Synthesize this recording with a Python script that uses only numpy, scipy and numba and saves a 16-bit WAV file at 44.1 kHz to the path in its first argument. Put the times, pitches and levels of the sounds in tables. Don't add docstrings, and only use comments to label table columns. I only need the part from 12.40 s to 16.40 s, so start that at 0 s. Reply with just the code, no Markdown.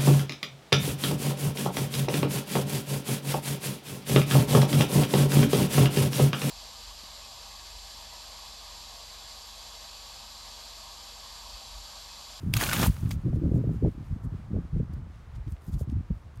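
import sys
import numpy as np
from scipy import signal
from scipy.fft import rfft, irfft
from scipy.io import wavfile
from scipy.ndimage import uniform_filter1d
from numba import njit

SR = 44100
rng = np.random.default_rng(int(sys.argv[2]) if len(sys.argv) > 2 else 0)


def boost_factor(decibels):
    exponent = np.asarray(decibels, float) / 20
    return 10 ** exponent


def wav_record(signal):
    frames = np.transpose(np.atleast_2d(signal))
    bounded = np.clip(frames, -1, 1)
    quanta = np.round(bounded * 32767).astype(np.int16)
    wavfile.write(sys.argv[1], SR, quanta)


N = 176400
TOP_HZ = 15800
CONTACT_RISE_S = 0.0004


@njit
def svf(x, hz, q, low):
    y, band, lowpass = np.empty(len(x)), 0., 0.
    for i in range(len(x)):
        g = np.tan(np.pi * hz[i] / SR)
        v = (band + g * (x[i] - lowpass)) / (1 + g * (g + 1 / q))
        y[i] = lowpass + g * v if low else v / q
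        band, lowpass = 2 * v - band, lowpass + 2 * g * v
    return y


def unit(x):
    return x / np.sqrt(np.mean(x ** 2))


def smooth_twice(x, size):
    return uniform_filter1d(uniform_filter1d(x, size), size)


def walk(rate):
    hold = int(SR / rate)
    steps = np.repeat(rng.standard_normal(N // hold + 1), hold)
    return unit(smooth_twice(steps, hold)[:N])


def colour(x, table):
    hz, db = np.array(table).T
    log_f = np.log(np.fft.rfftfreq(N, 1 / SR) + 1)
    rumble_cut = 40 * (log_f < np.log(hz[0] / 2))
    return irfft(rfft(x) * boost_factor(np.interp(log_f, np.log(hz), db) - rumble_cut), N)


def grains(rate, spread_db):
    chance, sign, size = rng.random((3, N))
    return unit((chance < rate / SR) * np.sign(sign - .5) * boost_factor(-spread_db * np.log(size + .02)))


def bumps(table, edge):
    t = np.arange(N) / SR
    swell = np.array([boost_factor(db) * np.exp(-np.abs((t - s) / half_s) ** edge) for s, half_s, db, _ in table])
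    swell = swell + 1e-9
    total = swell.sum(axis=0)
    return total, np.array(table)[:, 3] @ swell / total


# f/Hz, level/dB per Hz
TOWN_TONE = [(150, -9.5), (250, 0.5), (500, -3), (1200, -4.5), (1700, -10), (2500, -15.5), (7000, -26),
             (15500, -37.5)]


def hush():
    level_db, fade_db_per_s, flicker_db = -59, -0.69, 0.8
    x = colour(rng.standard_normal(N), TOWN_TONE)
    low = svf(x, np.full(N, 1800.), 1.0, True)
    high = x - low
    x = low * boost_factor(flicker_db * walk(7.2)) + high * boost_factor(flicker_db * walk(18.0))
    return unit(x) * boost_factor(level_db + fade_db_per_s * (np.arange(N) / SR - 3.5))


# centre t/s, half length/s,
# level/dB, eddy corner f/Hz
WIND_GUSTS = [(.08, 0.043, -27, 168), (.16, 0.023, -22, 126), (.27, 0.11, -36, 200), (.4, 0.039, -31, 277),
              (.44, 0.036, -28.5, 216), (.489, 0.016, -17, 157), (.655, 0.034, -25.5, 146),
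              (.75, 0.042, -28, 163), (.87, 0.025, -23, 214), (.95, 0.044, -24, 200),
              (1.05, 0.028, -22.5, 254), (1.15, 0.061, -21.5, 243), (1.28, 0.053, -25.5, 226),
              (1.455, 0.03, -19, 268), (1.6, 0.024, -39.5, 184), (1.72, 0.023, -27, 131),
              (1.86, 0.018, -27.5, 157), (1.94, 0.02, -31.5, 174), (2.16, 0.042, -26, 253),
              (2.25, 0.0088, -33, 222), (2.34, 0.012, -22.5, 108), (2.39, 0.039, -23.5, 186),
              (2.55, 0.07, -35.5, 142), (2.65, 0.066, -48.5, 152), (2.98, 0.047, -34, 95),
              (3.078, 0.011, -25, 150), (3.35, 0.022, -21, 120), (3.425, 0.017, -26.5, 145),
              (3.56, 0.055, -26, 125), (3.715, 0.015, -24.5, 157), (3.99, 0.027, -36, 87.5),
              (1.198, 1.47, -42.5, 131.4), (3.303, 3.2, -48.5, 91), (2.8, 0.0082, -57, 100),
              (2.887, 0.0092, -38, 111), (3.128, 0.011, -27, 130), (3.29, 0.012, -30, 166),
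              (3.489, 0.014, -32, 183), (0.54, 0.11, -41, 111), (1.37, 0.019, -32, 141),
              (3.759, 0.0097, -35, 110), (3.866, 0.036, -48.5, 108)]
# t/s, peak level/dB, f/Hz
WIND_BUFFETS = [(.031, -42, 300), (.083, -32.5, 206), (0.224, -35, 263), (.283, -36, 198),
                (.395, -24.5, 240), (0.403, -34, 200), (.428, -31, 393), (.479, -28, 173),
                (0.633, -36, 255), (.706, -48, 510), (.862, -29, 270), (.881, -39, 450), (.93, -41.5, 550),
                (0.958, -40, 397), (1.018, -31, 245), (1.038, -29, 250), (1.058, -41.5, 516),
                (1.12, -31, 336), (1.135, -39.5, 500), (1.158, -41.5, 600), (1.185, -44, 450),
                (1.24, -34, 434), (1.268, -47, 295), (1.291, -42.5, 550), (1.343, -40.5, 350),
                (1.425, -27.5, 348), (1.447, -32, 586), (1.461, -30, 450), (1.479, -27, 294),
                (1.549, -45, 254), (1.58, -41, 252), (1.606, -46, 220), (1.718, -48, 250),
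                (1.762, -35.5, 204), (1.858, -38.5, 244), (1.94, -42.5, 296), (1.997, -44, 190),
                (2.142, -35.5, 370), (2.164, -35, 490), (2.246, -44, 267), (2.361, -39, 374),
                (2.4, -33.5, 380), (2.497, -45.5, 250), (2.533, -41, 246), (2.586, -50, 244),
                (2.7, -51, 250), (3.274, -52.5, 248), (3.41, -37.5, 450), (3.474, -46, 294),
                (3.525, -29.5, 213), (3.567, -41, 263), (3.606, -41, 223), (3.705, -41.5, 390),
                (3.71, -26, 166), (3.744, -51, 180)]


def wind():
    eddies_per_s, eddy_spread_db, gust_edge = 260, 3, 2.44
    buffet_db, buffet_cycles, buffet_delay_s = 7, 0.71, 0.002055
    mic_cut_hz, half = 39.3, 700
    size, hz = bumps(WIND_GUSTS, gust_edge)
    hz = 0.79 * hz * boost_factor(.5 * walk(30.38))
    x = grains(eddies_per_s, eddy_spread_db) + 0.21 * rng.standard_normal(N)
    x = svf(x, hz, 1.05, True)
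    x = svf(x, 2.46 * hz, 0.77, True)
    x = svf(x, 3.0 * hz, 0.68, True)
    x = size * x / np.sqrt(smooth_twice(x ** 2, 1000) + 1e-12)
    t = np.arange(-half, half) / SR
    for (s, db, pitch_hz), turn in zip(WIND_BUFFETS, rng.random(len(WIND_BUFFETS))):
        i = int((s + buffet_delay_s) * SR)
        cycles = t * pitch_hz
        pulse = np.exp(-(cycles / buffet_cycles) ** 2) * np.sin(2 * np.pi * (cycles + turn))
        x[i - half:i + half] += boost_factor(db + buffet_db) * pulse
    return signal.sosfilt(signal.butter(4, mic_cut_hz, "high", fs=SR, output="sos"), x)


def crackle(rate, spread_db, hiss):
    out = hiss * rng.standard_normal(N)
    for hz in 600 * 2 ** np.arange(0, 4.8, .5):
        ring = unit(svf(grains(rate * (hz / 3000) ** 1.1, spread_db), np.full(N, hz), 4., False))
        out += ring * np.sqrt(hz / 50000) * boost_factor(min(3, 9000 / hz) * walk(60))
    return out


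# centre t/s, half length/s, level/dB, f/Hz
CLOTH_RUBS = [(.05, 0.18, -68, 10800), (.72, 0.022, -53.5, 6900), (.53, .08, -61, 9200),
              (.96, 0.011, -66.5, 6000), (1.16, 0.021, -70, 6000), (1.35, 0.02, -72, 6500),
              (1.1, 0.74, -73.5, 8000), (1.68, 0.02, -75.5, 6960), (1.845, 0.013, -66.5, 8000),
              (2.39, 0.011, -72.5, 6940), (2.538, .006, -67, 9000), (2.96, .014, -61, 2200),
              (3.11, .032, -65.5, 10000), (3.262, 0.041, -64, 8000), (3.335, 0.037, -66.5, 8900),
              (3.408, 0.025, -57.5, 9900), (3.345, .012, -67.5, 3500), (3.51, 0.02, -67, 4970),
              (3.78, 0.042, -76, 9000), (3.97, 0.017, -74, 9000)]


def rustles():
    size, hz = bumps(CLOTH_RUBS, 1.8)
    rub = unit(svf(crackle(400, 4.5, .6), hz, .45, False))
    return size * boost_factor(1.6 * walk(70)) * rub


# t/s, level/dB
CANOPY_EFFORT = [
    (0.123, -73),
    (0.137, -37.5),
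    (.195, -36.5),
    (.215, -28),
    (.31, -33.5),
    (0.464, -31),
    (0.499, -50),
    (.69, -60),
    (.76, -61),
]
# f/Hz, level/dB per Hz
CANOPY_TONE = [(300, 3), (500, 0.5), (1100, 1), (1500, 0.5), (1900, -4.5), (3000, -1), (5000, -6),
               (15500, -7.5)]


def fabric():
    creases_per_s, crease_spread_db, flutter_db = 400, 4.6, 1.3
    s, db = np.array(CANOPY_EFFORT).T
    effort_db = np.interp(np.arange(N) / SR, s, db, left=-120, right=-120)
    effort_db = effort_db + flutter_db * walk(63.9)
    return boost_factor(effort_db) * unit(colour(crackle(creases_per_s, crease_spread_db, 1.0), CANOPY_TONE))


# f/Hz, level/dB, t60/s
LATCH_MODES = [
    (734, -12, 0.0064),
    (2240, -7, 0.0092),
    (2670, 0, 0.011),
    (3340, -2, 0.015),
    (4190, -9, 0.011),
    (5065, -4, 0.018),
    (6300, -8, 0.0062),
    (7050, -20, 0.009),
    (8740, -4.5, 0.013),
    (12400, -6.5, 0.0091),
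]


def latch():
    snap_s, snap_db, rise_s = 0.1374, -16, 0.000067
    out, t = np.zeros(N), np.arange(2000) / SR
    ring = np.zeros(len(t))
    for hz, db, t60 in LATCH_MODES:
        ring += boost_factor(db - 60 * t / t60) * np.sin(2 * np.pi * (hz * t + rng.random()))
    ring = ring * (1 - np.exp(-t / rise_s))
    ring = ring + boost_factor(-7 - 60 * t / 0.0066) * rng.standard_normal(len(t))
    for late_s, db in [(0, -6), (.0011, 7), (.0024, -4.5)]:
        i = int((snap_s + late_s) * SR)
        out[i:i + len(t)] += boost_factor(snap_db + db) * ring / 2
    return out


# t/s, level/dB, f/Hz, t60/s
RIB_PINGS = [(0.1655, -24, 1214, 0.021), (.167, -25, 4370, 0.022), (.174, -25.5, 6670, 0.022),
             (0.21, -27, 1870, .012), (.237, -25, 4230, .015), (0.29, -24.5, 1480, 0.034),
             (0.314, -21.5, 1493, .035), (0.3314, -21.5, 1220, 0.032), (0.334, -27, 3770, 0.013),
             (.356, -39, 3100, .02), (0.394, -32, 5540, 0.013), (0.415, -28.5, 6000, 0.015),
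             (0.463, -24, 900, 0.014), (0.7105, -37, 6300, 0.0091), (.7135, -28, 2130, .006),
             (.2283, -19.5, 790, 0.01), (.7095, -30, 920, 0.0091), (.4285, -26.5, 690, .02),
             (3.2201, -54, 9000, 0.0044), (3.4335, -49, 13600, .006), (3.487, -59, 5000, .005),
             (3.517, -56, 5500, 0.007)]


def pings():
    partner_ratio, partner_db, rattle_depth = 1.9, -10, 0.6
    tick_db, tick_t60_s = -4.5, 0.0045
    out, t = np.zeros(N), np.arange(3000) / SR
    noise = rng.standard_normal((len(RIB_PINGS), len(t)))
    for (s, db, hz, t60), x in zip(RIB_PINGS, noise):
        ring = np.sin(2 * np.pi * hz * t)
        partner_hz = hz * partner_ratio
        if partner_hz < TOP_HZ:
            ring = ring + boost_factor(partner_db) * np.sin(2 * np.pi * partner_hz * t + x[0])
        rattle = 1 + rattle_depth * unit(uniform_filter1d(x[::-1], size=70))
        ring = ring * rattle * boost_factor(-60 * t / t60) * (1 - np.exp(-t / CONTACT_RISE_S))
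        tick = x * boost_factor(tick_db - 60 * t / tick_t60_s)
        i = int(s * SR)
        out[i:i + len(t)] += boost_factor(db) * (ring + tick)
    return out


# t/s, level/dB, f/Hz, t60/s
RUNNER_KNOCKS = [(0.1666, -25, 12000, 0.03), (.1658, -26, 2500, 0.044), (.2115, -20, 2000, 0.011),
                 (.2275, -19, 1000, 0.011), (0.2355, -22.5, 3520, 0.019), (.295, -20.5, 3180, 0.0098),
                 (.311, -26, 1400, 0.023), (.326, -23.5, 1300, 0.016), (.3309, -19, 2350, 0.012),
                 (.3311, -23, 14500, 0.028), (0.366, -19, 2680, 0.0062), (.393, -29.5, 4000, 0.021),
                 (0.415, -31.5, 7140, 0.052), (.427, -22.5, 950, 0.091), (.4315, -23, 3500, 0.016),
                 (0.4684, -25.5, 10600, 0.023), (0.566, -37.5, 1950, 0.012), (.658, -51, 1480, 0.053),
                 (.692, -42, 10500, 0.012), (0.7074, -39, 5330, 0.027), (.7128, -36, 3100, 0.036),
                 (3.0778, -47, 2190, 0.013), (3.121, -47, 8900, 0.013), (3.165, -49, 1700, 0.013),
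                 (3.266, -53, 9000, 0.013), (3.343, -56, 4500, 0.026), (3.392, -60, 11000, 0.012),
                 (3.498, -50, 3500, 0.017), (3.957, -57, 7000, 0.012), (3.973, -53, 6000, .012)]


def knocks():
    width, top_ratio = 1.3, 2.9
    out, t = np.zeros(N + 3000), np.arange(3000) / SR
    noise = rng.standard_normal((len(RUNNER_KNOCKS), len(t)))
    for (s, db, hz, t60), x in zip(RUNNER_KNOCKS, noise):
        x = svf(x, np.full(len(t), 1. * hz), 1. / width, False)
        x = unit(svf(x, np.full(len(t), min(top_ratio * hz, TOP_HZ)), 0.58, True))
        i = int(s * SR)
        out[i:i + len(t)] += x * boost_factor(db - 60 * t / t60) * (1 - np.exp(-t / CONTACT_RISE_S))
    return out[:N]


def yard_echo(near):
    echo_db, echo_t60_s, first_return_s = -22, 0.3, 0.004
    t = np.arange(SR // 2) / SR
    yard = rng.standard_normal(len(t)) * boost_factor(-60 * t / echo_t60_s) * (t > first_return_s)
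    wet = signal.fftconvolve(near, yard / np.sqrt(np.sum(yard ** 2)))[:N]
    return boost_factor(echo_db) * wet


def scene():
    near = rustles() + fabric() + latch() + knocks()
    return (hush() + wind() + near + yard_echo(near) + pings())[None]


def band_limit(x):
    return signal.sosfilt(signal.butter(12, 16820, fs=SR, output="sos"), x)


def record(dry):
    top_cut = signal.ellip(10, .2, 80, TOP_HZ, fs=SR, output="sos")
    mix = signal.sosfilt(top_cut, dry)
    return band_limit(mix)


dry = scene()
out = record(dry)
wav_record(out)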